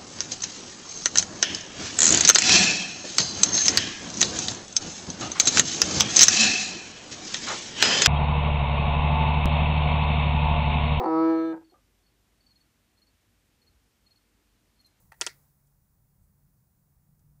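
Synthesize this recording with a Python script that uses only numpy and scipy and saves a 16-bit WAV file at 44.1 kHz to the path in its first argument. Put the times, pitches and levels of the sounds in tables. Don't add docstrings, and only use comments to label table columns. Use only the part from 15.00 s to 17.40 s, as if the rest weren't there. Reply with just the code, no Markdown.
import sys
import numpy as np
from scipy import signal
from scipy.fft import rfft, irfft
from scipy.io import wavfile

SR = 44100
rng = np.random.default_rng(int(sys.argv[2]) if len(sys.argv) > 2 else 0)


def to_wav(sig):
    pcm = np.clip(np.atleast_2d(sig), -1, 1) * 32767
    pcm = np.round(pcm).astype(np.int16)
    wavfile.write(sys.argv[1], SR, pcm.T)


def rack_gain(trim_db):
    fader = np.asarray(trim_db, float)
    return 10 ** (fader / 20)


N = 105840

# (time [s], level [dB], brightness [dB per octave])
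SNAPS = [
    (.21215, -13, 0.1),
    (.26530, -17, -0.3),
    (.6720, -68, 6.0),
    (2.1939, -65, 10.0),
]
# (frequency [Hz], level [dB], T60 [s])
CASE_MODES = [(370, -21, .05), (440, -21, .045), (655, -21, .04), (820, -26, .045), (950, -18, .045),
              (1150, -24, .04), (1385, -16, .055), (1780, -9, .009), (1925, -24, .12), (2190, -28, .05),
              (2375, -30, .05), (4650, -9, .015), (8800, -6, .003)]
# (delay [s], level [dB], colour [Hz], width [Hz])
DESK_ECHOES = [(.0017, -11, 5000, 2500), (.0028, -7, 6000, 2500), (.0040, -10, 5500, 3000),
               (.0060, -7, 3050, 900), (.00902, -12, 3050, 900), (.0078, -16, 3300, 1500),
               (.0107, -10, 3800, 4000), (.0185, -26, 1700, 600)]
# (frequency [Hz], level [dB])
SCATTER_COLOUR = [(320, -22.5), (900, -22), (1420, -13), (2400, -15), (3300, -11.5), (4700, -11.5),
                  (9000, -12.5), (16000, -44)]
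# (frequency [Hz], T60 [s])
ROOM_DECAY = [(300, .15), (800, 0.063), (2000, 0.18), (5500, 0.14), (12000, 0.1)]
# (frequency [Hz], level [dB])
ROOM_COLOUR = [(190, -38.5), (320, -12.5), (1120, -15), (1310, -7), (1740, -9), (1940, -3.5), (2840, -21.5),
               (4780, -8.5), (14000, -23)]
# (time [s], level [dB], length [s])
SCUFFS = [
    (0.1181, -48, 0.0083),
    (.1270, -58, 0.009),
    (.1370, -65, 0.014),
    (0.205, -55.5, 0.005),
]
# (frequency [Hz], level [dB])
SCUFF_COLOUR = [(300, -15), (520, -10), (850, -1), (1150, -9.5), (1850, -1.2), (2700, -15.5), (3400, -16.5),
                (5500, -18.5)]
# (frequency [Hz], level [dB])
SCUFF_TOP = (14500, -23)
# (frequency [Hz], level [dB], T60 [s])
HELD_MODES = [(560, -9.5, .035), (904, -2.5, .045), (1350, -9, 0.031), (1890, 0.4, 0.011),
              (2750, -8.5, 0.013), (3320, -7.5, .02)]
# (time [s], peak level [dB], frequency [Hz])
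JOLTS = [
    (1.193, -58, 130),
    (1.222, -53, 78.3),
    (1.985, -60, 45),
]
# (time [s], level [dB], length [s])
RUBS = [
    (-.05, -78, 0.13),
    (0.658, -76.5, .03),
    (1.204, -81, 0.08),
]
# (frequency [Hz], level [dB])
RUB_COLOUR = [(4000, -23), (8000, 1), (13000, -6)]
# (frequency [Hz], level [dB])
RUMBLE_COLOUR = [(20, -10), (43, -1.5), (80, -2), (113, -3.5), (200, -6.5), (240, -21.5), (283, -22.5),
                 (420, -31)]
# (time [s], level [dB])
RUMBLE_SWELL = [(0.0, -69.5), (0.07, -62), (0.17, -75.5), (0.19, -65.5), (0.73, -72.5), (0.74, -68.5),
                (1.52, -67), (1.7, -70.5), (2.36, -63.5), (2.4, -68.5)]
# (time [s], frequency [Hz], level [dB])
FAN_DRIFT = [(0, 141, -71), (.5, 140.5, -74), (1.2, 141, -73), (1.47, 143, -68), (1.68, 144, -77),
             (1.95, 145, -73), (2.12, 145, -65), (2.25, 145, -68), (2.35, 149, -63), (2.4, 150, -67)]
# (frequency [Hz], level [dB])
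HISS_COLOUR = [(260, 3), (330, -1.43), (1000, -3.5), (2000, -11), (3100, -18.5), (5000, -12.5), (8000, -9),
               (13500, -6.5)]
# (time [s], lift [dB])
GAIN_LIFT = [(0, 9.5), (.05, 5.5), (.11, 3), (.19, 7.6), (.22, 13.5), (.37, 8.5), (.55, 2.5), (.8, 0.65),
             (1.2, .5), (1.55, 0.55), (1.85, 0.4), (2.05, 0.1), (2.4, 0)]


def evened(x):
    return x / np.sqrt(np.mean(x ** 2) + 1e-20)


def read(points, hz):
    f, value = np.transpose(points)
    return np.interp(np.log(hz + 1), np.log(f + 1), value)


def along(table, column=1):
    rows = np.array(table)
    return np.interp(np.arange(N) / SR, rows[:, 0], rows[:, column])


def add(mix, start_s, sound):
    part = mix[round(start_s * SR):][:len(sound)]
    part += sound[:len(part)]


def coloured(x, points):
    hz = np.fft.rfftfreq(len(x), 1 / SR)
    low_end = (points[0][0] / 2, points[0][1] - 30)
    high_end = (points[-1][0] * 1.5, points[-1][1] - 30)
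    return irfft(rfft(x) * rack_gain(read([low_end] + list(points) + [high_end], hz)), len(x))


def tilted(x, tilt_db):
    return coloured(x, [(100, -6 * tilt_db), (6400, 0), (16000, 1.3 * tilt_db)])


def resonate(x, hz, width_hz):
    turn = np.exp(2j * np.pi * np.cumsum(hz * np.ones(len(x))) / SR)
    r = np.exp(-np.pi * width_hz / SR)
    return 2 * (turn * signal.lfilter([1 - r], [1, -r], x / turn)).real


def tail(colour, decay, rise_s):
    noise = coloured(rng.standard_normal(SR // 2), colour)
    hz, t, z = signal.stft(noise, SR, nperseg=128)
    fade = rack_gain(-60 * t / read(decay, hz)[:, None])
    h = signal.istft(z * fade, SR, nperseg=128)[1]
    h = h * np.minimum(np.arange(len(h)) / SR / rise_s, 1)
    return h / np.linalg.norm(h)


def falling_tick(t):
    hz, drop_hz, drop_s = 5200, 5000, .00022
    rise_s, t60 = .00025, .003
    turns = hz * t + drop_hz * drop_s * (1 - np.exp(-t / drop_s))
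    envelope = np.minimum(t / rise_s, 1) ** 2 * rack_gain(-60 * t / t60 + 6.5)
    return envelope * np.sin(2 * np.pi * turns)


def case_ring(t):
    return sum(rack_gain(db - 60 * t / t60) * np.sin(2 * np.pi * hz * t) * np.minimum(t * hz, 1)
               for hz, db, t60 in CASE_MODES)


def snaps(room):
    t = np.arange(len(room)) / SR
    sound = falling_tick(t) + case_ring(t)
    for delay, db, hz, width_hz in DESK_ECHOES:
        u = t[:400] * width_hz
        pulse = np.exp(-(2 * (u - 1)) ** 2) * np.sin(2 * np.pi * hz * t[:len(u)])
        add(sound, delay - 1 / width_hz, rack_gain(db) * pulse)
    scatter_t60 = .05
    scatter = tail(SCATTER_COLOUR, [(100, scatter_t60), (200, scatter_t60)], rise_s=.003)
    sound += rack_gain(7.5) * scatter + rack_gain(-1.5) * room
    out = np.zeros(N)
    lead_s = .01
    for s, db, tilt_db in SNAPS:
        add(out, s - lead_s, rack_gain(db) * tilted(np.roll(sound, round(lead_s * SR)), tilt_db))
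    return signal.sosfilt(signal.butter(4, 310, "high", fs=SR, output="sos"), out)


def finger_scuffs(room):
    dry = np.zeros(N)
    for s, db, length in SCUFFS:
        noise = evened(coloured(rng.standard_normal(2048), SCUFF_COLOUR + [SCUFF_TOP]))
        arch = np.sin(np.pi * np.minimum(np.arange(len(noise)) / SR / length, 1))
        add(dry, s, rack_gain(db) * noise * arch)
    t = np.arange(4000) / SR
    ring = sum(rack_gain(db - 60 * t / t60) * np.sin(2 * np.pi * hz * t) for hz, db, t60 in HELD_MODES)
    dry = dry + rack_gain(-21) * signal.oaconvolve(np.diff(dry, prepend=0), ring)[:N]
    return dry + rack_gain(-28) * signal.oaconvolve(dry, room)[:N]


def hand_jolts():
    jolts = np.zeros(N)
    for s, db, hz in JOLTS:
        cycles = np.linspace(-2, 2, 4001) * hz / 40
        pulse = np.exp(-(1.68 * cycles) ** 2) * np.sin(2 * np.pi * cycles - .9)
        add(jolts, s - .05, rack_gain(db) * pulse)
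    return jolts


def strap_rubs():
    t = np.arange(N) / SR
    shape = sum(rack_gain(db) * np.sin(np.pi * np.clip((t - s) / length, 0, 1)) for s, db, length in RUBS)
    return evened(coloured(rng.standard_normal(N), RUB_COLOUR)) * shape


def room_rumble():
    return evened(coloured(rng.standard_normal(N), RUMBLE_COLOUR)) * rack_gain(along(RUMBLE_SWELL))


def fan_hum():
    hz, width_hz = along(FAN_DRIFT), 10
    fuzz = resonate(resonate(rng.standard_normal(N), hz, width_hz), hz, width_hz)
    tone = np.sqrt(2) * np.sin(2 * np.pi * np.cumsum(hz) / SR)
    return (tone + .6 * evened(fuzz)) * rack_gain(along(FAN_DRIFT, column=2) - 2)


def microphone_hiss():
    lift_db, edge_hz = along(GAIN_LIFT), 15750
    edge = [(edge_hz, HISS_COLOUR[-1][1] + 2), (1.005 * edge_hz, -60)]
    noise = evened(coloured(rng.standard_normal(N), HISS_COLOUR + edge))
    whine = np.sqrt(2) * np.sin(2 * np.pi * 15000 * np.arange(N) / SR)
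    return noise * rack_gain(-77 + lift_db) + whine * rack_gain(-82 + .8 * lift_db)


def scene():
    room = tail(ROOM_COLOUR, ROOM_DECAY, rise_s=.03)
    handling = snaps(room) + finger_scuffs(room) + hand_jolts() + strap_rubs()
    return (handling + room_rumble() + fan_hum() + microphone_hiss())[None]


def top_cut(x):
    return signal.sosfilt(signal.butter(12, 16670, fs=SR, output="sos"), x)


def record(dry):
    low_pass = signal.firwin(63, 16100, fs=SR)[None]
    mix = signal.oaconvolve(dry, low_pass, "same")
    return top_cut(mix)


dry = scene()
out = record(dry)
to_wav(out)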